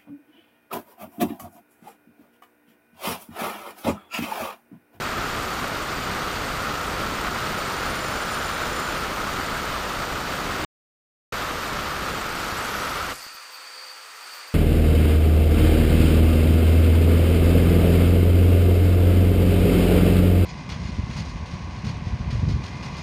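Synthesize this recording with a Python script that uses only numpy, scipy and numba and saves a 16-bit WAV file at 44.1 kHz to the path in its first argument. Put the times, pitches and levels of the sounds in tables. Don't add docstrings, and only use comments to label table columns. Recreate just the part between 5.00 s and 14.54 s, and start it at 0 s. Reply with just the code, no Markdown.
import sys
import numpy as np
from scipy import signal
from scipy.fft import rfft, irfft, next_fast_len
from scipy.io import wavfile
from numba import njit

SR = 44100
rng = np.random.default_rng(int(sys.argv[2]) if len(sys.argv) > 2 else 0)


def store_pcm(level_fs):
    pcm = np.round(np.clip(level_fs, -1, 1) * 32767).astype(np.int16)
    wavfile.write(sys.argv[1], SR, np.atleast_2d(pcm).T)


N = 420713
TIME = np.arange(N) / SR
DROPOUT_S, SECOND_CUT_S, LIFT_S = 5.650, 6.322, 8.124
ROTOR_HZ, SPINDLE_HZ = 513.5, 147

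# (time [s], play [0 pinched - 1 free])
SLOT_PLAY = [(0, 0.16), (2.35, 0.33), (2.75, 0.64), (3.05, 0.96), (3.35, 0.94), (3.85, 0.68), (4.15, 0.35),
             (4.45, 0.27), (5.3, 0.25), (5.6, .3), (6.35, 0.21), (7.3, .15), (7.6, 0.89), (7.85, 0.81),
             (8.12, 0.62)]
# (time [s], boost [dB])
BITE_ACCENTS = [(2.27, 4), (5.03, 3), (7.08, 2), (8.05, 0.5), (8.105, 2.5)]
def cut():
    play, = in_time(SLOT_PLAY)
    feed_db = -.5 * (TIME > SECOND_CUT_S) + .35 * drift(6.4)
    feed_db += sum(swell(s, half_s=.016, db=db) for s, db in BITE_ACCENTS)
    chipping = roar(play, feed_db) + floor_rumble() + dust_hiss(play, feed_db)
    rub = from_db(-56.5) * (1 - play) * resonance(grit(per_s=6000, spread_db=4), hz=8480, width_hz=1800)
    uneven_db = .44 * drift(35)
    return from_db(contact_db() + uneven_db) * (chipping + rub)


def contact_db():
    since_lift = np.maximum(TIME - LIFT_S, 0)
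    drop_db, drop_s, graze_db_per_s = 12.5, .026, 115
    return -drop_db * np.minimum(since_lift / drop_s, 1) - graze_db_per_s * since_lift


# (frequency [Hz], gain [dB])
ROAR_EQ = [(180, -24), (330, -5.5), (550, -1), (800, -0.5), (1500, -2), (2000, -2.5), (2600, -8.5),
           (4000, -20.5), (8000, -44)]
def roar(play, feed_db):
    guard_hz = 1294 * (1 + .018 * play + .0161 * drift(5))
    guard = from_db(.64 * play) * resonance(grit(per_s=5000, spread_db=1.5), guard_hz, width_hz=455)
    tile = from_db(-10.5) * play * resonance(grit(per_s=2500, spread_db=1.5), hz=580, width_hz=300)
    chips = coloured(grit(per_s=7000, spread_db=2.5), ROAR_EQ)
    return from_db(-30 + play + feed_db) * unit_rms(chips + guard + tile)


# (frequency [Hz], gain [dB])
RUMBLE_EQ = [(10, -17), (25, -0.5), (45, 0.5), (120, -2), (205, -2), (300, -4), (500, -6.5), (750, -10.5),
             (1100, -16.5), (2500, -44)]
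# (time [s], level [dB])
RUMBLE_ENVELOPE = [(0, -34), (1.8, -33), (3.05, -33), (3.4, -35), (4.05, -33.5), (4.6, -34.5), (5.6, -32),
                   (6.35, -36), (6.95, -35), (7.55, -37), (8.1, -38)]
def floor_rumble():
    level_db = in_time(RUMBLE_ENVELOPE)[0] + .8 * drift(6)
    return from_db(level_db) * coloured(grit(per_s=3000, spread_db=2.5), RUMBLE_EQ)


# (frequency [Hz], gain [dB])
DUST_EQ = [(1200, -20), (2200, -1), (3000, 2), (4400, -1), (5500, -4.5), (6700, -8), (7600, -16),
           (8700, -21), (9600, -25), (11900, -20), (13000, -13), (15400, -16.5)]
def dust_hiss(play, feed_db):
    return from_db(-37.9 + .8 * play + .4 * feed_db) * coloured(grit(per_s=12000, spread_db=3.5), DUST_EQ)


# (pinched frequency [Hz], shift when free [Hz], pinched level [dB],
# free level in the first cut [dB], free level in the second cut [dB])
DISC_MODES = [(5190, -20.5, -61, -52, -53), (5740, 32, -59.5, -58, -52), (6420, -68, -59.5, -56, -52),
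              (7080, 67, -53, -47, -52), (8120, -100, -54, -54.5, -50), (8990, 115, -58, -49.5, -53.5),
              (10330, -135, -61, -56.5, -54), (11390, 150, -57.5, -64.5, -51.5),
              (12900, -190, -60.5, -61, -54), (13850, -100, -60.5, -65, -68), (14250, 159, -57, -54.5, -58)]
def disc_ring():
    play, = in_time(SLOT_PLAY)
    pinched_width_hz, free_width_hz = 460, 100
    width_hz = pinched_width_hz + play * (free_width_hz - pinched_width_hz)
    hold_s, fade_db_per_s = .047, 93
    fade_db = -fade_db_per_s * np.maximum(TIME - LIFT_S - hold_s, 0)
    chips = grit(per_s=6000, spread_db=5)
    ring = 0
    for hz, shift_hz, pinched_db, first_db, second_db in DISC_MODES:
        free_db = np.where(TIME < SECOND_CUT_S, first_db, second_db)
        level_db = pinched_db + play * (free_db - pinched_db)
        level_db += 1.4 * drift(6.4)
        level_db += fade_db * (hz / 8000) ** 2
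        ring += from_db(level_db) * resonance(chips, hz + play * shift_hz, width_hz)
    return ring


# (time [s], level [dB])
WHINE_ENVELOPE = [(8.17, -46.5), (8.25, -42.5), (8.48, -49.5), (8.84, -42), (9.0, -49.5), (9.14, -50),
                  (9.24, -46.5), (9.38, -44.5), (9.46, -49)]
def motor():
    whine_db, = in_time(WHINE_ENVELOPE)
    load = from_db(contact_db())
    speed = 1 - .004 * load + (.0012 + .006 * load) * drift(3)
    return cooling_air(whine_db) + fan_whine(whine_db, load, speed) + brushes(load, speed) + hum(speed)


# (frequency [Hz], gain [dB])
AIR_EQ = [(25, -27), (110, -40.5), (190, -30.5), (290, -18), (600, -10), (1000, -3), (1300, 1),
          (1580, -1.5), (2500, -4.5), (3400, -8.5), (5200, -10), (7500, -13), (8900, -10.5), (9700, -19.5),
          (12000, -25), (15400, -22.5)]
def cooling_air(whine_db):
    level_db = -43.5 + .14 * (whine_db - whine_db.mean()) + swell(9.33, half_s=.19, db=1.8)
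    return from_db(level_db + .5 * drift(20)) * coloured(rng.standard_normal(N), AIR_EQ)


# (pitch [x rotor rate], width [Hz], gain [dB])
WHINE_PARTIALS = [(8.5, 129, -9), (8.87, 169.7, -6), (9, 55.1, -4), (9.1, 260, -8), (9.49, 75, -9.5)]
def fan_whine(whine_db, load, speed):
    rotor_hz, blade_count = ROTOR_HZ * speed, 9
    dip_db = swell(8.858, half_s=.007, db=-14.5)
    rough_db = whine_db + dip_db - .5 - 4.6 * load + 1.5 * drift(25)
    rough = from_db(rough_db) * partials(WHINE_PARTIALS, rotor_hz)
    rotor_db = -67 + swell(8.83, half_s=.17, db=9)
    rotor = from_db(rotor_db + 1.5 * drift(12)) * tone(hz=519 * speed, wobble_hz=7)
    blade_db = rotor_db + 7.5 + dip_db - 3 * load + 2.8 * drift(25)
    blades = from_db(blade_db) * tone(blade_count * rotor_hz, wobble_hz=14.1)
    return rough + rotor + blades


# (pitch [x rotor rate], width [Hz], gain [dB])
BRUSH_PARTIALS = [(24.2, 330, -6.5), (25.05, 260, -13), (25.35, 230, -6.5), (26.9, 160, -13),
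                  (28.1, 150, -12), (28.65, 130, -16), (29.2, 150, -11.5), (30, 150, -10)]
# (time [s], half length [s], boost [dB])
SPARK_ACCENTS = [(8.25, .04, 11), (8.35, .017, 16), (8.54, .035, 9), (8.88, .015, 6), (9.17, .025, 5),
                 (9.245, .025, 6), (9.36, .05, 10), (9.49, .018, 7)]
def brushes(load, speed):
    spark_db = sum(swell(*spark) for spark in SPARK_ACCENTS)
    level_db = -62.5 + spark_db - 2.5 * load + 1.8 * drift(30)
    return from_db(level_db) * partials(BRUSH_PARTIALS, ROTOR_HZ * speed)


# (pitch [x spindle rate], width [Hz], level [dB])
HUM_PARTIALS = [(1.02, 20, -90), (2.04, 30, -76.5), (3, 22, -68.5), (5.7, 25, -67), (7, 25, -63.5),
                (8.1, 26, -62), (9.04, 23, -58), (17, 210, -59)]
def hum(speed):
    return partials(HUM_PARTIALS, SPINDLE_HZ * speed)


# (time [s], peak level [dB])
KNOCK_HITS = [(8.206, -44), (8.266, -31.5), (8.349, -40), (9.491, -48)]
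def knocks(top_hz):
    clicks = np.zeros(N)
    for s, db in KNOCK_HITS:
        clicks[round(s * SR)] = from_db(db)
    lowpass = signal.butter(2, top_hz, fs=SR, output="sos")
    push = signal.sosfilt(lowpass, signal.unit_impulse(SR // 50))
    return signal.fftconvolve(clicks, push / push.max())[:N]


def room(x, t60_s):
    t = TIME[:SR // 2]
    tail = rng.standard_normal(len(t)) * from_db(-60 * t / t60_s) * (t > .004)
    band = signal.butter(2, [450, 9000], "band", fs=SR, output="sos")
    return signal.fftconvolve(x, signal.sosfilt(band, tail / np.linalg.norm(tail)))[:N]


def grit(per_s, spread_db):
    sizes = from_db(spread_db * np.minimum(rng.exponential(1, N), 4)) * rng.choice([-1, 1], N)
    return sizes * (rng.random(N) < per_s / SR)


def partials(table, turn_hz):
    shake = rng.standard_normal(N)
    return sum(from_db(db) * resonance(np.roll(shake, k * SR), multiple * turn_hz, width_hz)
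               for k, (multiple, width_hz, db) in enumerate(table))


def tone(hz, wobble_hz):
    cycles = np.cumsum(hz + wobble_hz * drift(25)) / SR
    return np.sqrt(2) * np.sin(2 * np.pi * cycles)


def resonance(x, hz, width_hz):
    turn = np.full(N, 2 * np.pi * hz / SR)
    keep = np.full(N, np.exp(-np.pi * width_hz / SR))
    return unit_rms(glide(x, turn, keep))


@njit
def glide(x, turn, keep):
    out, first, second = np.zeros(len(x)), 0j, 0j
    for i in range(len(x)):
        pole = keep[i] * complex(np.cos(turn[i]), np.sin(turn[i]))
        first = pole * first + x[i] * np.sqrt(1 - keep[i])
        second = pole * second + first * (1 - keep[i])
        out[i] = second.real
    return out


def coloured(x, eq):
    size = next_fast_len(N)
    hz, db = np.transpose(eq)
    log_hz = np.log(np.arange(size // 2 + 1) * SR / size + 1)
    gain = from_db(np.interp(log_hz, np.log(hz), db))
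    return unit_rms(irfft(rfft(x, size) * gain, size)[:N])


def drift(rate_hz):
    hop, settle = 40, 2000
    pole = np.exp(-2 * np.pi * rate_hz * hop / SR)
    noise = rng.standard_normal(N // hop + settle + 2)
    slow = signal.lfilter([1], [1, -2 * pole, pole * pole], noise)[settle:]
    return np.interp(np.arange(N) / hop, np.arange(len(slow)), unit_rms(slow))


def swell(s, half_s, db):
    return db * np.exp(-np.minimum(((TIME - s) / half_s) ** 2, 50))


def in_time(rows):
    s, *columns = np.transpose(rows)
    return [np.interp(TIME, s, c) for c in columns]


def from_db(db):
    return 10 ** (np.asarray(db) / 20)


def unit_rms(x):
    return x / np.sqrt(np.mean(x ** 2) + 1e-20)


def scene():
    grinder = cut() + disc_ring() + motor() + knocks(top_hz=900)
    return (grinder + from_db(-15) * room(grinder, t60_s=.35))[None]


def record(dry):
    fade_s, cutoff_hz = .0027, 15500
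    gate = np.clip(np.maximum(DROPOUT_S - TIME, TIME - SECOND_CUT_S) / fade_s, 0, 1)
    lowpass = signal.ellip(12, .1, 90, cutoff_hz, fs=SR, output="sos")
    return signal.sosfilt(lowpass, dry * gate)


dry = scene()
out = record(dry)
store_pcm(out)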